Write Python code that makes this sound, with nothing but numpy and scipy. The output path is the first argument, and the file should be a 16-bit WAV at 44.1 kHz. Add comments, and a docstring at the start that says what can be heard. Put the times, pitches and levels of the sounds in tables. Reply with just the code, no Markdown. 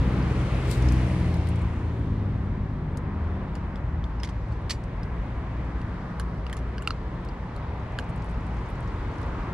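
"""A cat cracks dry kibble over a steel dish in a hedge: noisy clicks ring treble, jaw and mouth modes, and the
dish answers with ringing modes. Beyond the hedge a lorry draws away, its engine notes sinking, over tyre roar,
both made of banded noise with sine lines for the engines. Small dry ticks sound mostly on the left, with one
swell of leaf crackle and faint random scratches around them. Two microphone ports half a metre from the cat
hear it all."""
import sys
import numpy as np
from scipy import signal
from scipy.fft import rfft, irfft, next_fast_len
from scipy.io import wavfile
from scipy.ndimage import uniform_filter1d

SR = 44100
rng = np.random.default_rng(int(sys.argv[2]) if len(sys.argv) > 2 else 0)


def unload_audio(sound):
    """Save the sound as a 16-bit wav file, at the path given as the first command line argument."""
    columns = np.transpose(np.atleast_2d(sound))
    # keep every value between -1 and 1, then stretch to whole-number steps
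    steps = np.round(np.clip(columns, -1, 1) * 32767)
    wavfile.write(sys.argv[1], SR, steps.astype(np.int16))


N = 420273
CAT_PAN_DB, CAT_LAG_S = -1.5, 3.3e-5  # left minus right; delay of the left port
SPLIT_SHARE = 0.6  # splits against the main click, in amplitude
BIGGEST_GRAIN = 3.5  # ceiling on a grain's level, in units of the mean scatter


def undb(db):
    """dB to gain."""
    return 10 ** (np.asarray(db) / 20)


def along(table):
    """Columns of a time curve, read at every sample."""
    s, *columns = np.transpose(table)
    return [np.interp(np.arange(N) / SR, s, c) for c in columns]


def over(table, hz):
    """A spectrum read on a log-frequency axis."""
    table_hz, values = np.array(table).T
    return np.interp(np.log(hz), np.log(table_hz), values)


def walk(rate):
    """A slow random wander: values held 1 / rate s, then smoothed twice."""
    hold = int(SR / rate)
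    steps = np.repeat(rng.standard_normal(N // hold + 1), hold)
    return uniform_filter1d(uniform_filter1d(steps, hold), hold)[:N]


def ring(x, hz, t60):
    """One decaying mode, peaking near 1 for a unit click; t60 is its 60 dB decay in s."""
    pole = np.exp(2j * np.pi * hz / SR - np.log(1000) / (t60 * SR))
    return signal.lfilter([1], [1, -pole], x).imag


def place(x, pan_db):
    """Spread a sound to left and right; positive pan leans left."""
    return x * undb(np.array([[.5], [-.5]]) * pan_db)


def add(out, sound, s):
    """Mix a sound in at time s."""
    start = int(s * SR)
    out[:, start:start + sound.shape[1]] += sound


# Tyre roar spectrum: f/Hz, level/dB per Hz (relative)
ROAD = [(20, -19.5), (42, -3.5), (60, -3.5), (83, -5.5), (119, -8), (200, -14.5), (400, -23), (700, -27.5),
        (1000, -25), (1400, -32.5), (2000, -36.5), (2800, -48), (5500, -66), (10000, -78.5), (15500, -92)]
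# Lorry noise spectrum: f/Hz, level/dB per Hz (relative)
LORRY = [(20, -23), (53, -1), (95, -9.5), (129, -3.5), (180, -14.5), (430, -20.5), (1400, -32.5),
         (2100, -33), (3300, -43.5), (6000, -58), (10000, -63), (15500, -78.5)]
# Stereo likeness of the noise: f/Hz, likeness of left and right/0-1
LIKENESS = [(130, 1), (290, 0.97), (640, 0.82), (1410, 0.63), (3100, 0.5), (6800, 0.18)]
# Road over time: t/s, level of 400-2000 Hz/dB, brightness above the knee/dB per octave,
# rumble added below the low knee/dB
TRAFFIC = [(1, -46.5, -12, -7.5), (2.3, -46, 0, 5.5), (3.3, -41.5, 0.5, -1.5), (4.4, -44.5, 2, 0.5),
           (5.7, -42, 2, -1.4), (7.1, -43, 2, -2), (8.2, -41.5, 2.5, -1.5), (9.53, -39.5, 3, -2)]
KNEE_HZ, LOW_KNEE_HZ = 1470, 257
LEFT_LAG_S = 5e-5
ROAD_PAN_DB = 3.5  # left minus right, in the treble
LORRY_DB, LORRY_BRIGHT_DB = -26.5, 2  # level and brightness (dB per octave) at the moment it leaves
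LEAVES_S, FADE_DB_PER_S, DULLS_DB_PER_S = 0.98, 8.5, 2  # then it fades and its treble dulls
EASES_DB_PER_S, BRIGHTENS_DB_PER_S = 1, 1.7  # before it leaves, its body eases while the hiss grows


def traffic():
    """Tyre roar plus lorry noise in half-octave bands; bass alike at both ports, treble nearly unrelated."""
    size = next_fast_len(N)
    per_hz = SR / size
    hz = np.maximum(np.arange(size // 2 + 1) * per_hz, 1)
    like = np.clip(over(LIKENESS, hz), 0, .999)
    noise = rfft(rng.standard_normal((2, size))) * undb(over(ROAD, hz))
    mid, side = noise * np.sqrt([1 + like, 1 - like])
    left_delay = np.exp(-2j * np.pi * hz * LEFT_LAG_S)
    ports = np.array([(mid + side) * left_delay, mid - side])

    road_power, lorry_power = undb(2 * over(ROAD, hz)), undb(2 * over(LORRY, hz))
    road_rms = np.sqrt(np.sum(road_power[(hz > 400) & (hz < 2000)]) * per_hz)
    lorry_rms = np.sqrt(np.sum(lorry_power) * per_hz)
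    road_db, bright, rumble_db = along(TRAFFIC)

    t = np.arange(N) / SR
    gone_s, until_s = np.maximum(t - LEAVES_S, 0), np.maximum(LEAVES_S - t, 0)
    lorry_db = LORRY_DB + EASES_DB_PER_S * until_s - FADE_DB_PER_S * gone_s
    lorry_bright = LORRY_BRIGHT_DB - BRIGHTENS_DB_PER_S * until_s - DULLS_DB_PER_S * gone_s

    out = 0
    for centre in 20 * 2 ** np.arange(0, 10, .5):
        share = np.clip(1 - 2 * np.abs(np.log2(hz / centre)), 0, 1)
        octaves = max(np.log2(centre / KNEE_HZ), 0)  # air takes the treble from what is far
        low = np.clip(np.log2(2 * LOW_KNEE_HZ / centre), 0, 1)  # 1 below the low knee, 0 an octave above
        road = undb(road_db + bright * octaves + low * rumble_db) / road_rms
        recolour_db = over(LORRY, centre) - over(ROAD, centre)  # the noise already has the road's colour
        lorry = undb(lorry_db + lorry_bright * octaves + recolour_db) / lorry_rms
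        band = irfft(ports * share, size)[:, :N] * np.hypot(road, lorry) * undb(1.37 * walk(6))
        out = out + place(band, 0.65 * low + (1 - low) * min(octaves, 1) * ROAD_PAN_DB)
    return out * np.sqrt(SR / 2) / np.sqrt(2)


# Engine notes: t/s, firing f/Hz, level/dB
# Engine lines: multiple of the firing rate, level/dB on top of the note, drift/dB per s
LORRY_ENGINE = [(0, 63, -25), (.6, 63, -33.5), (.9, 62, -24.5), (1.32, 62, -31), (1.42, 57.5, -31.5),
                (2.02, 55.5, -33), (2.17, 51, -29), (2.7, 50.5, -33), (3.2, 48.5, -36), (3.8, 47.5, -37)]
LORRY_LINES = [(1, 1, -4.5), (2, -1.5, -0.88), (3, -10, 0.9), (4, -17, 3), (5, -19, 2)]
SECOND_ENGINE = [(0, 85, -41.5), (1.5, 82.7, -33.5), (2.6, 79.4, -43), (4, 76.1, -43)]
SECOND_LINES = [(1, 1.5, 0.49), (2.03, -2.5, -0.75), (4.059, -10.5, -1.5), (4.8, -11, -1.8)]
FAR_ENGINE = [(3.8, 54.1, -34), (4.35, 57.2, -33.5), (6.4, 58.62, -34.5), (6.8, 60.82, -35),
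              (9.1, 57.12, -36.5), (9.53, 54.4, -38)]
FAR_LINES = [(1, -1.5, 0), (2, -8.5, 0.0073), (3, -12, 0.01)]


def engines():
    """Each engine hums a few lines tied to its firing rate, which waver in pitch and level."""
    out, t = 0, np.arange(N) / SR
    pairs = (LORRY_ENGINE, LORRY_LINES), (SECOND_ENGINE, SECOND_LINES), (FAR_ENGINE, FAR_LINES)
    for note, lines in pairs:
        hz, db = along(note)
        first_s, last_s = note[0][0], note[-1][0]
        fade = np.clip(np.minimum(t - first_s + 0.07, last_s + 0.11 - t) / 0.13, 0, 1)
        phase = 2 * np.pi * np.cumsum(hz * (1 + 0.008 * walk(9))) / SR
        for k, (multiple, rel_db, drift_db) in enumerate(lines):
            line_db = db + rel_db + drift_db * np.clip(t - first_s, 0, last_s - first_s)
            level = np.sqrt(2) * fade * undb(line_db + 4.0 * walk(5))
            out = out + level * np.sin(multiple * phase + k)
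    return place(out, 1.35)


# Base level of the faint scratches, before each one's random size: t/s, level/dB
NIBBLES = [(1.6, -58), (2, -77), (3.4, -75), (7.4, -72), (8.1, -58)]


def nibbling(per_s=30, scatter_db=3.5):
    """Faint licks, crumbs and leaf ticks at random: short noise scratches, each with its own colour and side."""
    out, t = np.zeros((2, N + SR)), np.arange(SR // 50) / SR
    for when, pitch, side, size, length in rng.random((int(per_s * N / SR), 5)):
        scratch = rng.standard_normal(len(t)) * np.exp(-t / (.001 + 0.0055 * length))
        hz = 4500 * 2 ** (1.1 * pitch)
        for _ in range(3):
            scratch = signal.lfilter(*signal.iirpeak(hz, 1.5, fs=SR), scratch)
        base_db = np.interp(when * N / SR, *np.transpose(NIBBLES))
        gain = undb(base_db - scatter_db * np.log(size + 0.067))  # many small, a few large
        start = int(when * N)
        out[:, start:start + len(t)] += place(scratch * gain, 8 * side - 2.5)
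    return out[:, :N]


# Treble modes before each call's shift and widening: f/Hz, width/Hz
# The first is the snap, the last three the fizz.
JAW = [(4500, 500), (6500, 1000), (7500, 790), (9500, 660), (12000, 1300)]


def shells(blow, snap_db, fizz_db, detune, higher=0.96, wider=0.89, snap_hz=JAW[0][0]):
    """Short treble resonances struck by a blow; wider modes die sooner, and each piece shifts them."""
    shift = higher + detune * rng.standard_normal(len(JAW))
    shift[0] *= snap_hz / JAW[0][0]
    gains = undb([snap_db, snap_db - 19.0, fizz_db, fizz_db - 2.0, fizz_db - 0.5])
    sound = 0
    for k, (hz, width) in enumerate(JAW):
        t60 = np.log(1000) / (np.pi * width * wider)
        sound = sound + (-1) ** k * gains[k] * ring(blow, hz * shift[k], t60)
    return signal.sosfilt(signal.butter(2, 2500, "high", fs=SR, output="sos"), sound)


RUSTLE_S, RUSTLE_DECAY_S = 0.725, 0.042  # time of the peak; 1/e time of the rise and the fall
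RUSTLE_DB, RUSTLE_FIZZ_DB, RUSTLE_PAN_DB = -58, -56, 11


def rustle():
    """A short swell of dense dry crackle in the leaves: uneven noise grains through the treble modes."""
    t = np.arange(-SR // 4, SR // 4) / SR
    grains = rng.standard_normal((2, len(t))) * undb(2.7 * rng.exponential(1, len(t)))
    grains *= np.exp(-np.abs(t) / RUSTLE_DECAY_S)
    crackle = shells(grains, RUSTLE_DB, RUSTLE_FIZZ_DB, 0, higher=0.98, wider=3.1)
    out = np.zeros((2, N + SR))
    add(out, place(crackle, RUSTLE_PAN_DB), RUSTLE_S + t[0])
    return out[:, :N]


def shower(crumbs_db, break_s, split, t60, scatter_db, apart):
    """One main click amid the splits of a short break, then dying crumbs; each port hears part of it alone."""
    t = np.arange(SR // 6) / SR - 2 * break_s
    sizes = np.minimum(rng.exponential(1, len(t)), BIGGEST_GRAIN)
    noise = rng.standard_normal((3, len(t))) * undb(scatter_db * sizes)
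    grains = noise[0] + apart * noise[1:]
    splits = grains * np.exp(-(t / np.where(t < 0, break_s / 2, break_s)) ** 2)
    splits *= split / np.sqrt(np.sum(splits ** 2) / 2)  # set by energy, averaged over the ports
    decay = np.exp(-np.log(1000) * np.maximum(t, 0) / t60) * (t > 0)
    blow = splits + grains * undb(crumbs_db) * decay
    blow[:, int(2 * break_s * SR)] = 1.0  # the main click
    return blow


# Dry ticks: t/s, snap level/dB, fizz level/dB, left minus right/dB
TICKS = [(0.7126, -34, -27, 10), (0.732, -52, -48, 9), (0.8237, -37.5, -50, 12.5), (0.853, -44.5, -49, 12),
         (0.887, -35, -49, 13), (0.922, -49, -37, 11), (1.341, -42, -41, 13), (1.471, -43, -43, 9),
         (1.488, -48, -40, 11), (1.5584, -50, -48, 11), (2.9724, -49, -40, 10), (4.838, -53, -55, 15),
         (7.2493, -50, -50, -7), (8.702, -58, -49, 5), (9.183, -50, -59, 11), (9.2147, -53, -52, 12),
         (9.23, -49, -58, 13)]
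TICK_CRUMBS_DB = -23.5  # against the main click


def ticks(break_s=0.00046):
    """Dry ticks, most of them on the left: small breaks through wide, short treble modes."""
    out = np.zeros((2, N + SR))
    for s, snap_db, fizz_db, pan_db in TICKS:
        blow = shower(TICK_CRUMBS_DB, break_s, split=SPLIT_SHARE, t60=0.041, scatter_db=4.5, apart=0.94)
        tick = shells(blow, snap_db, fizz_db, 0.12, higher=1.1, wider=3.7)
        add(out, place(tick, pan_db), s - 2 * break_s)
    return out[:, :N]


# Bites: t/s, snap level/dB, fizz level/dB, jaw ring level/dB, mouth ring level/dB, mouth f/Hz,
# snap f/Hz (before the shift in shells), grit level/dB
CRUNCH = [(3.5535, -45, -48, -44, -60, 1300, 4730, -60), (3.7575, -51, -64, -38, -62, 2250, 5100, -68),
          (4.041, -45, -71, -35, -65, 2350, 5150, -70), (4.2004, -41, -60, -46, -46, 1300, 5650, -62),
          (4.2337, -30, -36, -25.5, -34, 1980, 5470, -44), (4.24, -45, -51, -36, -28, 2010, 4000, -56),
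          (4.2458, -47, -53, -40, -31.5, 2100, 4100, -44), (4.274, -50, -62, -45, -37, 2000, 3900, -57),
          (4.2894, -49, -62, -37, -37, 1950, 4800, -51), (4.696, -31, -46, -31, -30, 2300, 4230, -37),
          (4.6991, -33, -45, -31, -33, 2300, 5100, -40), (4.706, -27, -44, -26, -27, 1900, 4500, -32),
          (5.0324, -46, -53, -51, -59, 2300, 5100, -62), (5.8154, -52, -58, -46, -65, 1300, 4500, -64),
          (6.198, -34.5, -35.5, -38, -27, 1586, 4660, -47), (6.4662, -47, -61, -30.5, -40, 1400, 4900, -59),
          (6.498, -58, -58, -42, -30, 1950, 4500, -61), (6.5287, -43, -37.5, -32, -26, 1850, 4650, -51),
          (6.535, -52, -50, -48, -34, 1800, 4770, -58.5), (6.568, -51, -43, -42, -44, 1300, 4900, -53),
          (6.5898, -58, -57, -56, -50, 2040, 6300, -64), (6.7816, -37, -55, -32, -33, 1600, 4900, -64),
          (6.8223, -53, -45, -41, -31, 1450, 4750, -67), (6.8485, -57, -70, -43, -50, 1450, 4820, -66),
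          (6.8747, -23, -33.5, -14.5, -19, 1340, 4550, -46),
          (6.9062, -26.5, -50, -35, -19.5, 1320, 4470, -58), (6.908, -30, -47, -34, -33, 1320, 4500, -58),
          (7.288, -43.5, -62, -48, -65, 1280, 4840, -65), (7.5631, -46, -52, -56, -45, 1240, 4470, -64),
          (7.988, -36, -37, -26, -20, 1610, 4500, -51), (7.9956, -45, -46, -33, -45, 1500, 4470, -58)]
CLACK_HZ, CLACK_PER_MOUTH = 1756, 0.75  # the upper jaw ring rises with the mouth ring
CLACK_RING_SHARE = 0.72  # the jaw ring dies sooner than the mouth ring
MOUTH_T60_S, MOUTH_REF_HZ = 0.018, 1420  # a wider mouth rings higher and shorter
CRUMBS_DB, CRUMBS_PER_SNAP = -33.5, -0.25  # crumbs at a -41 dB snap; hard snaps leave relatively fewer
BONE_SHARE = 0.45  # how much of the splits the bone feels
GRIT_HZ = (1500, 6000)


def crunching(break_s=0.0009):
    """Teeth split the kibble and grind out grit; jaw and mouth add two lower rings that move with the bite."""
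    out = np.zeros((2, N + SR))
    push = np.hanning(9) / 4  # the jaw takes the break as a longer, softer push
    main = int(2 * break_s * SR)
    jaw_cut = signal.butter(4, 1000, "high", fs=SR, output="sos")
    grit_band = signal.butter(2, GRIT_HZ, "band", fs=SR, output="sos")
    for s, snap_db, fizz_db, clack_db, knock_db, knock_hz, snap_hz, grit_db in CRUNCH:
        t60 = MOUTH_T60_S * (MOUTH_REF_HZ / knock_hz) ** 1.8
        clack_hz = CLACK_HZ + CLACK_PER_MOUTH * knock_hz
        crumbs_db = CRUMBS_DB + CRUMBS_PER_SNAP * (snap_db + 41)
        blow = shower(crumbs_db, break_s, split=SPLIT_SHARE, t60=0.055, scatter_db=5.0, apart=0.89)
        early = np.arange(blow.shape[1]) < 2 * main

        push_in = BONE_SHARE * blow * early
        push_in[:, main] = blow[:, main]  # the main click reaches the bone in full
        soft = signal.lfilter(push, [1], push_in)
        clack = undb(clack_db) * ring(soft, clack_hz, CLACK_RING_SHARE * t60)
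        knock = undb(knock_db) * ring(soft, knock_hz, t60)
        jaw = signal.sosfilt(jaw_cut, clack + knock)

        # taking out the crumb level lets the bite's own grit level rule
        grit = undb(grit_db - crumbs_db) * signal.sosfilt(grit_band, blow * ~early)
        treble = shells(blow, snap_db, fizz_db, 0.013, snap_hz=snap_hz)
        add(out, place(jaw - treble + grit, CAT_PAN_DB), s - 2 * break_s)
    return out[:, :N]


# Main steel modes: f/Hz, level/dB, 60 dB decay/s
DISH = [(3490, -12, .09), (4650, -8, 0.11), (5227, -5, 0.1), (6000, -10, .1), (7004, -11, 0.25),
        (9065, -15, .14)]
# Kibble on steel: t/s, level of the rattle's energy/dB
CLINKS = [(3.554, -69), (3.758, -73), (4.042, -75), (4.292, -70), (4.52, -73), (4.699, -48), (4.707, -44)]


def dish(rattle_s=0.004, dense_db=-6, dense_t60=0.11):
    """Hard kibble rattles on the steel: a few modes ring over a dense crowd of modes with one decay."""
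    blows, t = np.zeros(3 * SR // 2), np.arange(SR // 20) / SR
    start = CLINKS[0][0]
    for s, db in CLINKS:
        at = int((s - start) * SR)
        rattle = rng.standard_normal(len(t)) * np.exp(-t / rattle_s)
        blows[at:at + len(t)] += undb(db) * rattle / np.sqrt(np.sum(rattle ** 2))
    crowd = []
    for u, v in rng.random((160, 2)):
        crowd.append((1800 + 11000 * u, dense_db - 14 * u + 6 * (v - .5), dense_t60))
    steel = sum(undb(db) * ring(blows, hz, t60) for hz, db, t60 in DISH + crowd)
    out = np.zeros((2, N + SR))
    add(out, place(steel, CAT_PAN_DB), start)
    return out[:, :N]


def scene():
    """All sources at the two microphone ports."""
    cat = crunching() + dish()
    late = np.sinc(np.arange(17) - 8 - CAT_LAG_S * SR) * np.hanning(17)
    cat[0] = np.convolve(cat[0], late, "same")  # the cat is nearer the right port
    return traffic() + engines() + nibbling() + rustle() + ticks() + cat


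# Resonances of the microphone ports: f/Hz, width/Hz, level/dB
PORTS = [(5090, 4200, 4), (9200, 1170, 3.5)]
TOP_HZ = 15600


def record(dry):
    """The microphone ports lift two treble bands and fade above them; a steep low-pass cuts the top."""
    for hz, width, db in PORTS:
        dry = dry + (undb(db) - 1) * signal.lfilter(*signal.iirpeak(hz, hz / width, fs=SR), dry)
    dry = signal.sosfilt(signal.butter(2, 13000, fs=SR, output="sos"), dry)
    return signal.sosfilt(signal.ellip(10, .2, 70, TOP_HZ, fs=SR, output="sos"), dry)


dry = scene()
out = record(dry)
unload_audio(out)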